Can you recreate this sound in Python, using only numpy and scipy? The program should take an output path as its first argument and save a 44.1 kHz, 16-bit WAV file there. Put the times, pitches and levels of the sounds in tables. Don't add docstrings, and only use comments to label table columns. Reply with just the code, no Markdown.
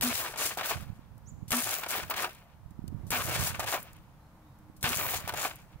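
import sys
import numpy as np
from scipy import signal
from scipy.fft import rfft, irfft
from scipy.io import wavfile
from scipy.ndimage import uniform_filter1d

SR = 44100
rng = np.random.default_rng(int(sys.argv[2]) if len(sys.argv) > 2 else 0)


def generate_wav(sig):
    pcm = np.round(np.clip(np.atleast_2d(sig).T, -1, 1) * 32767).astype(np.int16)
    wavfile.write(sys.argv[1], SR, pcm)


N = 255780
T = np.arange(N) / SR


def undb(db):
    return 10 ** (np.asarray(db) / 20)


def ring(x, hz, width_hz):
    return signal.lfilter(*signal.iirpeak(hz, hz / width_hz, fs=SR), x)


def unit(x):
    return x / np.sqrt(np.mean(x ** 2))


def add(track, s, x):
    i = int(s * SR)
    track[..., i:i + x.shape[-1]] += x[..., :N - i]


def grit(scatter_db, alike, ticks_hz, tick_db):
    slips = rng.standard_normal((2, N)) * undb(scatter_db * rng.exponential(size=(2, N)))
    right = alike * slips[0] + np.sqrt(1 - alike ** 2) * slips[1]
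    hits = (rng.random(N) < ticks_hz / SR) * undb(tick_db + rng.standard_normal(N))
    catch = 1 + signal.lfilter([1], [1, -.97], hits)
    return unit(catch * np.array([slips[0], right]))


def flutter(rate, depth_db):
    k = int(SR / rate)
    steps = np.repeat(rng.standard_normal(N // k + 1), k)
    return undb(depth_db * uniform_filter1d(steps, k)[:N])


# start_s, level_db
GUST_LEVELS = [(0.0, -39.5), (0.37, -54), (0.71, -55), (0.76, -36.5), (0.89, -42), (1.05, -53), (1.42, -41),
               (1.99, -64.5), (2.05, -41), (2.31, -65), (3.0, -35), (3.21, -39.5), (3.41, -30), (3.46, -37),
               (4.41, -65.5), (4.81, -54), (4.85, -36), (4.88, -39), (5.17, -42), (5.72, -59), (5.75, -45),
               (5.8, -70)]
# start_s, relative level_db, relative pitch_hz
WIND_BUFFETS = [(0.777, -51, 91), (0.819, -39, 87), (0.857, -38, 74), (0.89, -31.5, 113), (0.918, -37, 95),
                (0.981, -40, 140), (1.145, -46.5, 126), (1.418, -33, 106), (2.65, -37.5, 74.5),
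                (2.699, -44, 144), (2.78, -29.5, 137), (2.808, -39, 72.7), (2.829, -31, 137),
                (2.878, -46, 150), (2.915, -32, 139), (2.936, -29, 87), (2.961, -44, 159),
                (3.001, -40, 75.4), (3.039, -41, 88), (3.389, -32, 98), (4.687, -42, 158), (5.747, -40, 81)]


def wind():
    s, db = np.transpose(GUST_LEVELS)
    gust_db = np.interp(T, s, db)
    puffs = (rng.random((2, N)) < 250 / SR) * rng.standard_normal((2, N))
    puffs = puffs * undb(1.5 * rng.exponential(size=(2, N)))
    low = puffs + 0.045 * rng.standard_normal((2, N))
    for hz, width_hz in [(79, 160), (112, 137), (67, 130)]:
        low = ring(low, hz, width_hz)
    low = unit(low)
    left = undb(0.38 * gust_db - 43.5) * low[0]
    right = flutter(13, 2.5) * undb(gust_db) * low[1]
    t = T[:SR // 20]
    for s0, level_db, hz in WIND_BUFFETS:
        cycles = hz * (t - .013)
        envelope = np.exp(-(cycles / 0.28) ** 2)
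        add(right, s0, undb(level_db + 7.5) * envelope * np.cos(2 * np.pi * 1.13 * cycles + 0.58))
    return np.array([left, right])


# pitch_hz, relative level_db per Hz
GARDEN_SPECTRUM = [(15, -6), (25, 0.5), (138, 3), (197, 0), (313, -17), (368, -18.5), (538, -11.5),
                   (600, -13), (927, -10.5), (2670, -30), (8140, -37.5), (15200, -34), (16500, -37)]
GARDEN_DB = -63


def garden():
    hz = np.maximum(np.arange(N // 2 + 1) * SR / N, 1)
    f, db = np.transpose(GARDEN_SPECTRUM)
    gain = undb(np.interp(np.log(hz), np.log(f), db))
    mid, side = rfft(rng.standard_normal((2, N))) * gain
    side = side * np.clip(0.033 + hz / 2500, 0, 1)
    far = irfft(np.array([mid + side, mid - side]), N)
    return far * flutter(3.46, 1.03) * undb(GARDEN_DB) / np.std(irfft(mid * (hz > 200), N))


# start_s, crack level_db, plunger thump level_db, barrel level_db,
# loud part shell level_db, loud part hiss level_db, rattle length_s, rattle shell level_db,
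# rattle hiss level_db
SHOT_EVENTS = [(0.01, -22, -23, -24.5, -25, -28.5, 0.086, -34, -32),
               (1.506, -20, -17.5, -26, -24.5, -26.5, 0.11, -35.5, -31),
               (3.1048, -20, -22.5, -39.5, -24, -28, 0.13, -32.5, -34.5),
               (4.8282, -20, -13.5, -38.5, -25, -28, 0.11, -31, -32.5)]
PLUNGER_S = .012
BARREL_HZ = 243.8
SNAP_S, SNAP_LATE_S = .0005, .0012
AFTER_SNAP_DB, LANDING_DB = -8, -6


def shots():
    out, t = np.zeros((2, N)), T[:SR // 5]

    def snap(at):
        return np.exp(-np.abs(t - at) / SNAP_S)

    after_snap = undb(AFTER_SNAP_DB) * (t < .016) * np.minimum(t / SNAP_LATE_S, 1)
    landing = undb(LANDING_DB) * snap(SNAP_LATE_S + PLUNGER_S)
    crack_shape = snap(SNAP_LATE_S) + after_snap + landing
    barrel_swell = np.clip(t / 0.0071, 0, 1) * np.clip((.085 - t) / 0.037, 0, 1)
    for s, crack_db, thump_db, barrel_db, *_ in SHOT_EVENTS:
        crack = signal.lfilter([1], [1, 0.15], rng.standard_normal(len(t))) * crack_shape
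        add(out, s, crack * undb(crack_db - 60 * t / 0.24) * undb([[2.5], [-2.5]]))
        thump = np.sin(2 * np.pi * 110 * t) * np.minimum(t / 0.0022, 1)
        add(out, s + PLUNGER_S, undb(thump_db - 60 * t / 0.027) * thump)
        waver = np.cumsum(uniform_filter1d(rng.standard_normal(len(t)), 200)) * .012
        hum = np.sin(2 * np.pi * BARREL_HZ * t + waver)
        add(out, s + 0.0202, undb(barrel_db) * barrel_swell * hum)
    return out


# start_s, length_s, rise_s, relative shell level_db,
# relative hiss level_db, swell_db along the stroke (up or down)
SLIDE_STROKES = [(0.369, 0.11, 0.029, -35.5, -32.5, 2.5), (0.629, 0.084, 0.033, -36.5, -35, -0.5),
                 (1.881, 0.1, 0.03, -33, -32, 2), (2.153, 0.088, 0.022, -38, -38.5, 6),
                 (3.363, 0.12, 0.051, -37, -33, 1), (3.658, 0.091, 0.028, -35, -35.5, -1),
                 (5.082, 0.086, 0.037, -43, -33.5, -1.5), (5.353, 0.11, 0.032, -37, -35.5, 2)]
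# quick fall_db_per_s, lingering shake_db, its fall_db_per_s
RELEASE = [(450, -12, 79), (540, -13.5, 116)]
# shell, hiss, both fall_db_per_s
RATTLE_FALL = [150, 249]
LOUD_PART_S = 0.1088
SHELL_SAG_DB_S, HISS_SAG_DB_S = 80, 62
RECOVERY_S = 0.057


def strokes():
    push, t = np.zeros((2, N)), T[:SR]
    slide_fall, linger_db, linger_fall = np.transpose(RELEASE)[:, :, None]
    sag = np.array([[SHELL_SAG_DB_S], [HISS_SAG_DB_S]])

    def motion(length, rise, db, drift_db, fall):
        after = np.maximum(t - length, 0)
        quick = (1 - undb(linger_db)) * undb(-fall * after)
        lingering = undb(linger_db - linger_fall * after)
        drift = np.interp(t / length, [0, 0.9, 1], [0, drift_db, 0])
        level = undb(np.reshape(db, (2, 1)) + drift)
        return np.minimum(t / rise, 1) ** 0.83 * level * (quick + lingering)

    for s, *_, shell_db, hiss_db, length, rattle_db, fizz_db in SHOT_EVENTS:
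        landed = s + PLUNGER_S
        add(push, landed, undb([[shell_db], [hiss_db]] - sag * t) * (t < LOUD_PART_S))
        rise = np.array([[RECOVERY_S], [.002]])
        rattle = motion(length, rise, [rattle_db, fizz_db], 0, np.c_[RATTLE_FALL])
        add(push, landed + LOUD_PART_S, rattle)
    for s, length, rise, shell_db, hiss_db, swell_db in SLIDE_STROKES:
        add(push, s, motion(length, rise, [shell_db, hiss_db], swell_db, slide_fall))
    return uniform_filter1d(push, size=150)


# start_s, relative level_db, strongest ring pitch_hz,
# treble level_db relative to the knock, decay t60_s
KNOCK_EVENTS = [(0.244, -29, 730, -17, 0.054), (0.337, -31, 750, -28, 0.047), (0.358, -28, 880, -14, 0.045),
                (0.505, -32, 1090, -28, 0.065), (0.572, -23, 680, -5.5, 0.22),
                (0.592, -25, 1200, -18, 0.047), (0.609, -25, 1180, -5, 0.039),
                (0.694, -28, 1490, -5, 0.085), (0.708, -16, 800, -25, 0.085), (0.768, -42, 635, -4, 0.043),
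                (1.758, -49, 1070, 0, 0.13), (1.834, -27, 1600, -3, 0.035), (1.861, -25, 950, -18, 0.045),
                (2.03, -33.5, 1330, -14, 0.042), (2.098, -24.5, 676, -5, 0.15),
                (2.107, -18, 1100, -17, 0.045), (2.138, -26, 1250, -12, 0.045),
                (2.229, -26, 980, -10, 0.077), (2.243, -15.5, 990, -20, 0.046),
                (2.291, -37, 2100, -11, 0.027), (3.347, -31.5, 740, 7, 0.1), (3.473, -21.5, 592, -4, 0.046),
                (3.542, -32.5, 1380, -13, 0.082), (3.594, -19.5, 694, -6, 0.11),
                (3.603, -33, 1400, -10, 0.027), (3.628, -34, 1360, -8, 0.073), (3.641, -28, 684, -3, 0.04),
                (3.724, -20, 1160, -14, 0.064), (3.737, -14.5, 795, -25, 0.091),
                (5.138, -21.5, 700, -14.5, 0.05), (5.275, -25.5, 705, -5.5, 0.11),
                (5.292, -18, 1235, -6, 0.031), (5.322, -35, 670, -5, 0.056), (5.337, -23.5, 690, -7, 0.061),
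                (5.43, -26.5, 890, -15, 0.051), (5.447, -17, 990, -16, 0.07),
                (5.504, -38, 2450, -11, 0.064)]
KICK_S = .0006
KNOCK_RISE = 0.054
KNOCK_BEND = 1.134


def knocks(mode_hz):
    blows, kicks = np.zeros((2, len(mode_hz), N))
    hiss_push = np.zeros(N)
    t = T[:SR // 5]
    kick = np.sin(np.pi * np.minimum(t / KICK_S, 1))
    for s0, db, hz, treble_db, t60 in KNOCK_EVENTS:
        fade = np.minimum(t / 0.0022, 1) * undb(db - 7.0 - 60 * (t / t60) ** KNOCK_BEND)
        favour_db = -7.5 * np.abs(np.log2(mode_hz / hz))
        build_up = np.minimum(t / (KNOCK_RISE * t60), 1)
        add(blows, s0, undb(favour_db + 6.5)[:, None] * fade * build_up)
        add(kicks, s0, undb(favour_db + db)[:, None] * kick)
        add(hiss_push, s0, undb(treble_db) * fade * (undb(-25 * t / t60) + 0.99 * np.exp(-t / 0.0014)))
    return blows, kicks, hiss_push


# pitch_hz, width_hz, relative level_db
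SHELL_MODES = [(299, 134, 5.5), (711, 216, 13), (981, 81, 14), (1155, 340, 11), (1490, 61, 7.5),
               (2006, 135, 11.5), (2284, 900, 5), (3000, 1200, -2), (1670, 2750, 10.5)]


def shell(push, blows, kicks):
    modes = np.array(SHELL_MODES, float)
    slips = grit(1.5, alike=.99, ticks_hz=120, tick_db=5)
    loose = grit(1.5, alike=.5, ticks_hz=120, tick_db=4)
    shake = flutter(70, 1.5)
    norm = np.sqrt(np.sum(undb(modes[:, 2]) ** 2 * modes[:, 1]) * np.pi / SR)
    sound = np.zeros((2, N))
    for k, (hz, width_hz, db) in enumerate(modes):
        rub = slips if hz < 1300 else loose
        force = rub * (push * shake * flutter(40, 4.0) + blows[k]) + kicks[k]
        sound += (-1) ** k * undb(db) * ring(force, hz, width_hz)
    walls = signal.butter(2, 4300, fs=SR, output="sos")
    return signal.sosfilt(walls, sound / norm)


# pitch_hz, width_hz, relative level_db
HISS_BANDS = [(4040, 8000, -1.5), (6840, 480, 0.5), (7750, 7200, -4.5), (10200, 15500, -13.5),
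              (13530, 9700, -6), (15470, 1700, 5.5)]


def hiss():
    scrape = grit(2.0, alike=.35, ticks_hz=150, tick_db=5)
    sound = np.zeros((2, N))
    for hz, width_hz, db in HISS_BANDS:
        spot = scrape * rng.choice([-1, 1], N)
        sound += undb(db) * flutter(14, 4.7) * ring(spot, hz, width_hz)
    return unit(sound)


def blaster():
    shell_push, hiss_push = strokes()
    blows, kicks, knock_hiss = knocks(np.array(SHELL_MODES, float)[:, 0])
    hiss_push = hiss_push * flutter(90, 1.0) + knock_hiss
    body = shell(shell_push, blows, kicks)
    return body * undb([[1.9], [.4]]) + hiss() * hiss_push * undb([[4.5], [.6]])


# start_s, relative level_db, t60_s, lowest treble pitch_hz
TICK_EVENTS = [(0.132, -39, .02, 9000), (1.179, -53.5, .02, 5000), (1.48, -46, 0.2, 2900),
               (1.63, -31, .02, 9000), (2.349, -47, .02, 6000), (2.707, -55, 0.027, 4000),
               (2.879, -42.5, 0.02, 2500), (3.067, -54, 0.3, 4000), (3.227, -35, 0.016, 9000),
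               (3.828, -34, .025, 11000), (3.931, -45, 0.018, 7000), (3.965, -52, .02, 5000),
               (4.587, -60, .03, 8000), (4.765, -55.5, 0.099, 4000), (4.809, -51, 0.25, 4000),
               (5.535, -52, .02, 7000), (5.557, -38, .02, 11000), (5.722, -64, .05, 9100)]


def ticks():
    out, t = np.zeros((2, N)), T[:SR // 10]
    for s, db, t60, low_hz in TICK_EVENTS:
        burst = rng.standard_normal(len(t)) + 0.91 * rng.standard_normal((2, len(t)))
        treble = signal.butter(2, low_hz, "high", fs=SR, output="sos")
        burst = unit(signal.sosfilt(treble, burst))
        fade = np.minimum(t / .0005, 1) * undb(db - 60 * t / t60)
        add(out, s, burst * fade * undb([[2.0], [-2.0]]))
    return out


# start_s, pitch_hz, relative level_db, t60_s before a closing fade
STOCK_JOLTS = [(0.139, 107, -48, 0.52), (0.45, 88, -36, 0.051), (1.65, 112, -43.5, 0.43),
               (1.97, 90, -43, 0.11), (3.297, 119, -39.5, 1), (5.152, 71, -36, .08)]


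def jolts():
    out, t = np.zeros((2, N)), T[:SR // 5]
    closing = np.hanning(2 * len(t))[len(t):]
    for s, hz, db, t60 in STOCK_JOLTS:
        jolt = np.minimum(t / 0.0028, 1) * undb(db - 60 * t / t60) * np.sin(2 * np.pi * hz * t)
        add(out, s, jolt * closing * undb([[3.0], [-6.0]]))
    return out


# start_s, pitch_hz, relative level_db
BIRD_CHIRPS = [
    [(1.258, 5420, -74), (1.275, 6300, -58.5), (1.293, 7260, -53.5), (1.302, 6900, -57), (1.312, 6200, -66),
     (1.32, 5800, -85)],
    [(4.2, 4000, -84), (4.23, 4140, -85), (4.28, 4350, -86)],
    [(4.42, 3650, -86), (4.48, 3750, -84), (4.55, 3820, -89)],
]


def bird():
    song = 0
    for s, hz, db in map(np.transpose, BIRD_CHIRPS):
        phase = 2 * np.pi * np.cumsum(np.interp(T, s, hz)) / SR
        level = undb(np.interp(T, s, db, -200, -200))
        song = song + level * (np.sin(phase) + undb(-12.0) * np.sin(1.1 * phase))
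    return song * undb([[-2.0], [6.0]])


# start_s, level_db
DRONE_LEVELS = [(2.3, -85), (2.7, -73), (3.9, -70), (4.4, -67), (5.8, -71)]


def drone():
    s, db = np.transpose(DRONE_LEVELS)
    hum = ring(ring(rng.standard_normal(N), 308, 30), 308, 30)
    return undb(np.interp(T, s, db, -200)) * unit(hum)


def fences(x, t60, wet_db):
    t = T[:SR // 2]
    echo = rng.standard_normal((2, len(t))) * undb(-60 * t / t60) * np.minimum(t / 0.0048, 1)
    echo = signal.lfilter([1], [1, -.6], echo)
    echo = echo + 0.43 * uniform_filter1d(echo[0], size=24)
    echo = echo / np.sqrt(np.sum(echo ** 2) / 2)
    return x + undb(wet_db) * signal.fftconvolve(x.mean(axis=0)[None], echo, axes=1)[:, :N]


PORT_LAG = 4


def scene():
    near = blaster() + shots() + jolts() + ticks()
    near[1] = np.roll(near[1], PORT_LAG)
    return fences(near, 0.14, -22) + fences(bird(), .6, -7.5) + wind() + garden() + drone()


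TOP_HZ, EDGE_HZ = 15750, 16950


def record(dry):
    power = signal.lfilter([1 / 260], [1, 1 / 260 - 1], np.mean(dry ** 2, axis=0))
    over_db = np.maximum(10 * np.log10(power + 1e-12) + 35, 0)
    even = .3 * np.tanh(dry * undb(-.4 * over_db) / .3)
    soft = signal.sosfilt(signal.ellip(10, .3, 33, TOP_HZ, fs=SR, output="sos"), even)
    return signal.sosfilt(signal.ellip(10, .3, 70, EDGE_HZ, fs=SR, output="sos"), soft)


dry = scene()
out = record(dry)
generate_wav(out)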